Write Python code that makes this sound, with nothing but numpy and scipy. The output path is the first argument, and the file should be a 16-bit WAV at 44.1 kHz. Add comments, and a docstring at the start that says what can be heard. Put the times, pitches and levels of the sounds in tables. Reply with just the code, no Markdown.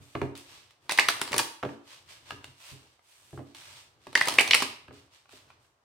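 """A deck of large, stiff cards is riffle-shuffled twice on a cloth mat in a quiet room, close to a stereo microphone.
The halves rub and are set down with thumps: noise bursts and decaying sines. In a riffle, cards scrape, flick off
the thumbs (noise bursts) and clap onto the pile, squeezing out short chirps of air (gliding, fluttering tones).
The deck is slid together (granular friction noise), squared with clacks (short modes) and cut, then riffled and
squared again; the hands rumble on the mat (low noise), and echoes and a faint hush lie around it all."""
import sys
import numpy as np
from scipy import signal
from scipy.fft import rfft, irfft
from scipy.io import wavfile
from scipy.ndimage import uniform_filter1d, minimum_filter1d

SR = 44100
rng = np.random.default_rng(int(sys.argv[2]) if len(sys.argv) > 2 else 0)


def put_to_file(sound):
    """Save the sound as 16-bit audio at rate SR, in the file named by the first command-line argument."""
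    columns = np.atleast_2d(sound).T  # one column per channel
    safe = np.clip(columns, -1, 1)
    whole_steps = np.round(safe * 32767)
    wavfile.write(sys.argv[1], SR, whole_steps.astype(np.int16))


N = 257544

# cards springing off the thumbs: start_s, level_db (before a common trim), extra_body_db, extra_sheen_db
FLICK_EVENTS = [(0.3528, -41.5, -7, -2), (0.3753, -44.5, -5, 8), (.7074, -52.5, -4, 2),
                (0.8943, -21.5, -2, -4), (0.9107, -22, -5, -2), (.92, -23, -2.5, 5),
                (0.9758, -21.5, -5.5, -5), (.986, -18.5, 3.5, -3.5), (0.9956, -15, -2.5, -0.5),
                (1.0854, -15, 1, 2), (1.1035, -32.5, 5, 9.5), (1.2147, -21, 1.5, 3.5),
                (1.2766, -34.5, 5.5, -2.5), (1.319, -31.5, 2, 2), (1.3295, -25, 3, -1.5),
                (1.341, -25, 1.5, -1), (1.364, -26.5, 0, 5), (1.3806, -18, -15, 10.5),
                (1.3905, -20.5, -2, 1.5), (1.396, -22, 2, 3.5), (3.123, -55.5, -12, -4),
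                (3.5476, -41.5, -4.5, -1), (4.129, -43.5, 5.5, 0), (4.153, -16.5, 2.5, -5.5),
                (4.175, -21, -2.5, -2.5), (4.2107, -22, 2, -4), (4.222, -28, -3.5, -2),
                (4.2565, -29.5, -4.5, 3.5), (4.273, -23.5, 0.5, 1.5), (4.2837, -17, -1.5, 2.5),
                (4.3225, -30.5, -2.5, 5.5), (4.3395, -30.5, -2.5, 6), (4.3846, -16.5, 3, -8),
                (4.3943, -16.5, -5.5, 0), (4.4087, -20.5, 5, 7), (4.476, -24.5, -1.5, -0.5),
                (4.5091, -13.5, -7.5, -4), (4.533, -11.5, -12.5, -21.5), (4.543, -15, -7.5, -3),
                (4.547, -13, -4.5, 3), (4.6034, -26, -2, -4.5), (4.6218, -22.5, 3.5, 1.5),
                (4.6268, -28, 5.5, 3)]
# spectrum of a card's crack: frequency_hz, density_db (per Hz)
CARD_SPECTRUM = [(40, -23), (120, -8), (300, 0), (600, 2.5), (1000, 7.5), (1500, 1), (2100, 4), (3000, 4),
                 (4500, 2), (7000, -6.5), (8800, -1.5), (12000, -13.5), (16000, -16.5)]
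# left-right likeness of near sounds: frequency_hz, coherence (-1 to 1)
NEAR_COHERENCE = [(100, .93), (1000, .85), (2500, 0.54), (5000, 0.83), (8000, -0.15), (16000, -.05)]
# left-right likeness of diffuse sounds, rubbing and the echo: frequency_hz, coherence (-1 to 1)
FAR_COHERENCE = [(100, .88), (350, 0.94), (700, .42), (1300, -.05), (2400, .15), (4500, -.1), (16000, 0)]

BINS = np.fft.rfftfreq(2048, 1 / SR)  # frequency grid of the colouring filters, Hz
TIME = np.arange(8192) / SR  # time axis of a short event, s


def gain_of(db):
    """Level law: decibels to an amplitude factor."""
    return 10 ** (np.asarray(db) / 20)


def evened(x):
    """Normalization: scales to an rms of 1."""
    return x / np.sqrt(np.mean(x ** 2) + 1e-20)


def read(points, hz):
    """Interpolation of a table on a logarithmic frequency axis."""
    table_hz, value = np.transpose(points)
    return np.interp(np.log(hz + 1), np.log(table_hz + 1), value)


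def unit(points):
    """Spectral normalization: a table in dB at BINS with a mean power of 1."""
    db = read(points, BINS)
    return db - 10 * np.log10(np.mean(gain_of(db) ** 2))


def add(mix, s, sound):
    """Superposition: mixes a sound in at time s."""
    part = mix[:, max(round(s * SR), 0):][:, :sound.shape[1]]
    part += sound[:, :part.shape[1]]


def paired(x, coherence):
    """Interchannel coherence: mid and side shares make two unrelated channels alike, by frequency."""
    size = x.shape[1]
    a, b = rfft(x)
    same = read(coherence, np.fft.rfftfreq(size, 1 / SR))
    mid = a * np.sqrt((1 + same) / 2)
    side = b * np.sqrt((1 - same) / 2)
    return irfft(np.array([mid + side, mid - side]), size)


def coloured(x, db):
    """Minimum-phase filter with the gain db at BINS: causal, so nothing rings ahead of a click."""
    log_gain = np.log(gain_of(np.r_[db, db[-2:0:-1]]))
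    # the phase is the Hilbert transform of the log gain
    response = np.exp(np.conj(signal.hilbert(log_gain)))
    impulse = np.fft.ifft(response).real
    return signal.oaconvolve(x, impulse[None], axes=1)[:, :x.shape[1]]


def burst(decay, db, rise, span=0.0049):
    """Impact noise: a contact builds up and dies away, with the energy that its spectrum holds over span seconds."""
    shape = np.exp(-TIME / decay) * (1 - np.exp(-TIME / rise))
    contact = paired(rng.standard_normal((2, len(TIME))), NEAR_COHERENCE) * shape
    energy = np.mean(gain_of(db) ** 2) * span * SR
    return evened(coloured(contact, db)) * np.sqrt(energy / len(TIME))


def ring(modes, pitch, rise, spread=.3):
    """Modal decay of a struck body, never quite the same twice; each mode reaches the two sides out of step."""
    t = np.arange(SR // 2) / SR
    tones = np.zeros((2, len(t)))
    for hz, db, t60 in modes:
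        drift, skew = rng.standard_normal(2)
        turns = hz * pitch * (1 + .006 * drift) * t
        phase = spread * skew * np.array([[-1], [1]])
        tones += gain_of(db - 60 * t / t60) * np.sin(2 * np.pi * turns + phase)
    return tones * (1 - np.exp(-t / rise))


def friction(per_s, spread_db, grain_share):
    """Stick-slip friction: tiny slips of uneven size in a smooth hiss."""
    slips = rng.random(N) < per_s / SR
    sizes = gain_of(spread_db * np.minimum(rng.exponential(1, N), 4))
    grains = evened(slips * sizes * rng.standard_normal((2, N)))
    hiss = rng.standard_normal((2, N))
    return np.sqrt(grain_share) * grains + np.sqrt(1 - grain_share) * hiss


def swell(start, attack, hold, release_db_per_s):
    """Friction grows with the square of the speed: a hand speeds up smoothly, holds, then the sound dies away."""
    t = np.arange(N) / SR - start
    speed = np.sin(np.pi / 2 * np.clip(t / attack, 0, 1)) ** 2
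    return speed ** 2 * gain_of(-release_db_per_s * np.maximum(t - attack - hold, 0))


def hush(spectrum):
    """Diffuse field: broadband noise of the given colour, nearly unrelated between the sides at high frequencies."""
    return coloured(paired(rng.standard_normal((2, N)), FAR_COHERENCE), unit(spectrum))


def slides(slide_db=1.0, sheen_db=2, split_hz=7000, release_db_per_s=159.5):
    """Sliding friction: card faces rub as the deck is pushed together and cut."""
    # strokes of face on face: start_s, speeding_up_s, steady_s, level_db (before the trims),
    # sheen_db (above split_hz, relative to the level)
    strokes = [(-.02, 0.041, 0.21, -64, -6), (.345, .02, 0.028, -54, -7.5), (.39, 0.14, 0.043, -56, -11.5),
               (0.579, 0.059, .07, -72, -16), (.77, 0.079, .02, -68.5, -9), (1.63, 0.026, 0.054, -60, -12),
               (1.784, .145, 0.0095, -52.5, -11.5), (2.036, 0.077, 0.015, -52.5, -11.5),
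               (2.195, .11, 0.0041, -53, -12), (2.4, 0.056, .04, -63.5, -11), (2.5, 0.18, .025, -51, -8),
               (2.78, .06, .1, -70.5, -11.5), (2.95, .17, .25, -65, -4), (3.42, 0.056, 0.042, -67.5, -14),
               (3.537, 0.023, 0.23, -53.5, -10), (3.931, 0.15, .07, -62, -12.5),
               (4.91, 0.024, 0.052, -60.5, -11.5), (5.08, .06, 0.031, -62, -12),
               (5.265, .06, 0.041, -57.5, -9.5), (5.44, .06, .015, -68, -16), (5.55, .09, .02, -75, -5.5)]
    # spectrum of rubbing: frequency_hz, density_db (per Hz)
    rub_spectrum = [(290, -42.5), (500, -15), (586, -7.5), (795, -10.5), (880, -4), (1620, -6.5),
                    (2980, -2), (3440, -3), (7210, -11), (8450, -8.5), (10700, -19), (12100, -17),
                    (16000, -26.5)]
    grains = friction(per_s=1900, spread_db=1.8, grain_share=.55)
    rub = evened(coloured(paired(grains, FAR_COHERENCE), read(rub_spectrum, BINS)))
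    dull = signal.sosfiltfilt(signal.butter(3, split_hz, fs=SR, output="sos"), rub)
    sheen = evened(rub - dull)
    out = np.zeros((2, N))
    for start, attack, hold, db, bright_db in strokes:
        stroke = gain_of(db) * swell(start, attack, hold, release_db_per_s)
        out += stroke * (gain_of(slide_db) * dull + gain_of(sheen_db + bright_db) * sheen)
    return out


def hands():
    """Low-frequency contact noise: each shift of the hands swells and fades as a rumble through the mat."""
    # shifts of weight: middle_s, half_length_s, level_db
    shifts = [(0.01, 0.096, -63.5), (.51, .13, -63), (.87, 0.045, -67), (1.24, 0.16, -58),
              (2.1, .16, -65.5), (2.39, 0.084, -57.5), (2.8, 0.089, -64), (3.293, .08, -69),
              (3.69, .13, -64.5), (4.02, 0.1, -68.5), (4.48, 0.15, -53.5), (4.97, .1, -62.5),
              (5.48, .13, -65)]
    # spectrum of the rumble: frequency_hz, density_db (per Hz)
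    hand_spectrum = [(20, -17), (50, -13.5), (90, -0.5), (135, -3), (185, -18.5), (330, -11), (650, -17),
                     (1200, -16.5), (2200, -26), (5000, -47)]
    t = np.arange(N) / SR
    weight = sum(gain_of(db) * np.exp(-.5 * ((t - middle) / half) ** 2) for middle, half, db in shifts)
    return weight * hush(hand_spectrum)


def thumps(knock_decay=.003, table_db=.5, knock_db=-3.0, mat_rise=0.0021, knock_rise=0.00074, boom_rise=0.0046,
           softening=0.55, sink_s=0.0087, sink_doubling_db=14.5):
    """Impact on a padded plate: the card edges knock, the mat gives a dull slap and the table top booms."""
    # deck and hands bumping the table: start_s, level_db, knock_db (card edges, before the trim), boom_db (table top)
    bumps = [(.002, -62, -13, 13.5), (.152, -28, -1, -7.5), (0.2157, -25, -1.5, -4), (.231, -29.5, -17, -9),
             (1.31, -38.5, -11, -5), (1.341, -34, 8, -17), (1.364, -32, 2, -20), (1.395, -33, 8.5, -26.5),
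             (1.628, -37.5, 8.5, -15.5), (1.633, -30.5, 4, -6.5), (1.650, -29.5, -3, -9.5),
             (1.690, -39.5, 0, -15), (2.317, -48, -4, 2), (2.478, -65, -13, 12.5), (2.716, -56, -19, 13),
             (2.745, -58.5, -19, 7), (3.329, -42, -10, 2.5), (3.3748, -41, -0.5, 1.5),
             (3.390, -37.5, -12.5, -21), (4.070, -45, 2, -6.5), (4.275, -41, 10, -25.5),
             (4.323, -39.5, -9, -17), (4.622, -33.5, 1, -18), (4.883, -50.5, 4, 2), (4.908, -46.5, 0, -6),
             (5.33, -50.5, -3, -12)]
    # spectrum of the slap on the mat: frequency_hz, density_db (per Hz)
    mat_spectrum = [(25, -33), (55, -19.5), (110, -5), (180, -8), (280, 0.5), (420, 0), (520, -5),
                    (640, -5), (850, -12), (1500, -24.5), (4000, -49), (16000, -71)]
    # spectrum of the knocking card edges: frequency_hz, density_db (per Hz)
    edge_spectrum = [(100, -17), (500, -3.5), (1200, 1.5), (1700, -6), (2800, -11), (5000, -27.5),
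                     (16000, -44)]
    # modes of the table top: pitch_hz (before a factor of 0.99), level_db (before softening), t60_s
    top_modes = [(73.9, -13.5, .28), (93, -2, .32), (131.6, -0.5, 0.24), (228.4, -4.5, 0.22),
                 (285, -7.5, .36), (345, -8, .36), (410, -10, .28), (545, -16, .2)]
    out = np.zeros((2, N))
    for s, db, edge_db, top_db in bumps:
        # the blow sinks in twice as long for each sink_doubling_db less knock
        decay = sink_s * 2 ** (-edge_db / sink_doubling_db)
        slap = gain_of(table_db) * burst(decay, unit(mat_spectrum), mat_rise)
        knock = gain_of(edge_db + knock_db) * burst(knock_decay, unit(edge_spectrum), knock_rise)
        add(out, s, gain_of(db) * (slap + knock))
        # a soft blow, with little knock, stirs the modes above 140 Hz less and less
        soft_db = softening * min(edge_db, 0)  # per octave
        modes = [(hz, mode_db + soft_db * max(np.log2(hz / 140), 0), t60) for hz, mode_db, t60 in top_modes]
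        add(out, s, gain_of(db + top_db) * ring(modes, 0.99, boom_rise))
    return out


def taps(tick_db=-15, tick_decay=0.0027, rise=0.00038):
    """Modal ringing of a solid block: the pressed deck clacks, with a papery tick on top."""
    # edge clacks as the deck is gripped and squared: start_s, level_db, pitch_factor (set by the packet's size),
    # crispness_db (of the tick, before a common trim)
    clacks = [(0.1509, -29.5, 1, -10), (0.863, -52, 0.55, -3), (2.307, -21.5, 1, -3.5),
              (2.4425, -34, 0.95, 11), (2.993, -49.5, 0.75, -8), (4.069, -30.5, 0.6, -2),
              (4.8812, -40, .95, -5), (5.08, -56.5, 0.9, -7), (5.2566, -48.5, .88, -7.5),
              (5.2925, -43.5, 0.894, 1), (5.4795, -52.5, .95, -6), (5.503, -40, 0.85, -10),
              (5.511, -47.5, .9, -11), (5.648, -58.5, 1, 5)]
    # modes of the squared deck: pitch_hz (before the pitch factor), level_db, t60_s
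    deck_modes = [(1000, -9.5, .018), (1260, -4, .018), (1600, -4.5, .016), (2100, -10, 0.011),
                  (2780, -5, .013), (4150, -14, .01)]
    out = np.zeros((2, N))
    for s, db, pitch, crisp_db in clacks:
        add(out, s, gain_of(db) * ring(deck_modes, pitch, rise))
        tick = burst(tick_decay, read(CARD_SPECTRUM, BINS), rise)
        add(out, s, gain_of(db + crisp_db + tick_db) * tick)
    return out


def rasp(attack=0.014, release_db_per_s=130, bright_db_per_octave=0.2):
    """Edge friction, summed as power: scraping through a riffle, and more as each card drags and skids."""
    # the thumbs let the two halves run: start_s, end_s, level_db (of the scraping)
    riffles = [(0.901, 1.41, -49.5), (4.16, 4.579, -44)]
    # levels relative to the flick's table level; a card takes time to get going, to stop and to build up a drag
    skid_db, skid_rise_s, skid_decay_s = -19.5, .01, 0.035
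    drag_db, drag_s = -30, .005
    scrape = paired(friction(per_s=470, spread_db=2.5, grain_share=.7), NEAR_COHERENCE)
    power = np.zeros((1, N))
    for start, end, db in riffles:
        power += (gain_of(db) * swell(start, attack, end - start, release_db_per_s)) ** 2
    t = np.arange(SR // 2) / SR
    skid = gain_of(skid_db) * (1 - np.exp(-t / skid_rise_s)) * np.exp(-t / skid_decay_s)
    # the drag over the thumb grows until the card springs free; then it skids over the pile
    drag = gain_of(drag_db) * np.exp(-TIME[:2048][::-1] / drag_s)
    for s, db, *_ in FLICK_EVENTS:
        add(power, s - len(drag) / SR, (gain_of(db) * np.r_[drag, skid][None]) ** 2)
    octaves = np.log2(np.maximum(BINS / 2000, 1))
    colour = unit(CARD_SPECTRUM) + bright_db_per_octave * octaves
    return np.sqrt(power) * coloured(scrape, colour)


def flicks(body_hz=1400, sheen_hz=7000, flick_db=-.5, decay=0.0041, rise=0.00018, bend_db=2):
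    """Release of elastic energy: each card springs free and cracks on the pile; each bend has its own resonances."""
    out = np.zeros((2, N))
    body = 1 / (1 + (BINS / body_hz) ** 4)
    sheen = 1 - 1 / (1 + (BINS / sheen_hz) ** 8)
    bend_hz = np.geomspace(300, 16000, 36)
    for s, db, body_db, sheen_db in FLICK_EVENTS:
        bend = read(np.c_[bend_hz, rng.standard_normal(len(bend_hz))], BINS)
        colour = read(CARD_SPECTRUM, BINS) + body_db * body + sheen_db * sheen + bend_db * bend
        add(out, s, gain_of(db + flick_db) * burst(decay, colour, rise))
    return out


def claps(flutter=.17, flutter_per_db=0.02, spread=0.27, glide_octaves=.36, glide_halving_db=13.5):
    """Air-film resonance: the film under a falling card rings, rising in pitch as the gap closes."""
    # cards landing flat: start_s, level_db, pitch_hz (at the peak of the swell), swell_s (time to the peak)
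    landings = [(0.8982, -25.5, 1895, 0.0044), (0.9871, -4.5, 1874, 0.0019), (0.9923, -13.5, 2690, 0.0027),
                (1.0862, -13.5, 1333, 0.0025), (1.3301, -21.5, 2245, 0.0019), (1.3908, -19, 2410, 0.0014),
                (4.1538, -7, 1776, 0.0025), (4.1752, -19.5, 1990, 0.0015), (4.2120, -10, 1854, 0.0023),
                (4.386, -1.5, 2276, .0014), (4.389, -13.5, 2730, 0.0036), (4.403, -12.5, 2370, .003),
                (4.5095, -11.5, 2124, .002), (4.5112, -13.5, 3150, 0.0023), (4.5338, -3, 2550, 0.00075),
                (4.543, -13, 2062, 0.0026), (4.5465, -10.5, 2484, .0017), (4.6215, -20, 975, 0.0023)]
    out = np.zeros((2, N))
    smoothing = np.hanning(60)[None]
    for s, db, hz, swell_s in landings:
        # a 0 dB clap ends up to glide_octaves above its pitch; the glide halves for each glide_halving_db less
        rise = glide_octaves * 2 ** (db / glide_halving_db)
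        u = TIME / swell_s
        shape = (u * np.exp(1 - u)) ** 2
        glide_hz = hz * 2 ** (rise * np.tanh(u - 1))
        tone = np.exp(2j * np.pi * np.cumsum(glide_hz) / SR)
        noise = rng.standard_normal((2, len(TIME)))
        a, b = evened(signal.oaconvolve(noise, smoothing, "same", axes=1))
        # weak claps land askew and flutter more
        wobble = 1 + (flutter - flutter_per_db * db) * (a + 1j * b)
        sides = np.exp(1j * spread * rng.standard_normal() * np.array([[-1], [1]]))
        clap = shape * (sides * tone * wobble).real
        clap = evened(clap) * np.sqrt(np.mean(shape ** 2) / 2)
        add(out, s, gain_of(db) * clap)
    return out


def room(x, wet_db=-5, early_db=-7.5, early_decay=0.014, first_echo=0.0046):
    """Reverberation: early echoes off the desk and things on it, then a short tail, each band with its own decay."""
    # decay of the room: frequency_hz, t60_s
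    room_t60 = [(80, 0.01), (250, 0.4258), (600, 0.5), (1400, 0.4969), (3500, 0.4664), (9000, 0.38),
                (16000, 0.38)]
    # colour of the echo: frequency_hz, gain_db
    room_colour = [(80, -3), (300, 1), (700, -2), (1500, -2.5), (2500, -3), (5000, 0.5), (9000, -2),
                   (16000, -3)]
    t = np.arange(SR * 3 // 4) / SR
    arrived = np.clip(t / first_echo - 1, 0, 1)
    noise = paired(rng.standard_normal((2, len(t))), FAR_COHERENCE)
    hz, frame_s, bands = signal.stft(noise, SR, nperseg=256)
    decay = gain_of(-60 * frame_s / read(room_t60, hz)[:, None])
    tail = signal.istft(bands * decay, SR, nperseg=256)[1][:, :len(t)]
    signs = rng.choice([-1., 1.], (2, len(t)))
    reflections = signs * (rng.random((2, len(t))) < 1200 / SR)  # 1200 a second
    early = paired(reflections, FAR_COHERENCE) * np.exp(-t / early_decay)
    echo = gain_of(wet_db) * evened(tail * arrived) + gain_of(early_db) * evened(early * arrived)
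    echo = coloured(echo / np.sqrt(len(t)), read(room_colour, BINS))
    return signal.fftconvolve(x, echo, axes=1)[:, :N]


def scene(right_db=0.5, clap_echo_db=-2.0, quiet_db=-73):
    """Superposition of direct sound and echo: the cards, slightly to the right, in the quiet room."""
    # spectrum of the quiet room: frequency_hz, density_db (per Hz)
    quiet_spectrum = [(20, -9), (100, 4), (190, -8.5), (400, -3), (700, -1), (1200, -2), (2500, -12.5),
                      (6000, -16.5), (10000, -25), (16000, -31.5)]
    side = gain_of([[-right_db], [right_db]])
    cards = side * (slides() + thumps() + taps() + rasp() + flicks())
    air = side * claps()
    echo = room(cards + gain_of(clap_echo_db) * air)
    return cards + air + echo + hands() + gain_of(quiet_db) * hush(quiet_spectrum)


def record(dry, bass_hz=50, edge_hz=16000):
    """Transducer limits: the microphone sheds deep bass, a limiter rounds off peaks at full scale; then a lowpass."""
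    thin = signal.sosfilt(signal.butter(2, bass_hz, "highpass", fs=SR, output="sos"), dry)
    allowed = 1 / np.maximum(abs(thin).max(0), 1)
    # the gain dips smoothly around a peak, over 89 samples (2 ms) a step
    limited = thin * uniform_filter1d(minimum_filter1d(allowed, size=89), size=89)
    lowpass = signal.firwin(511, edge_hz, window=("kaiser", 9), fs=SR)
    return signal.oaconvolve(limited, lowpass[None], "same", axes=1)


dry = scene()
out = record(dry)
put_to_file(out)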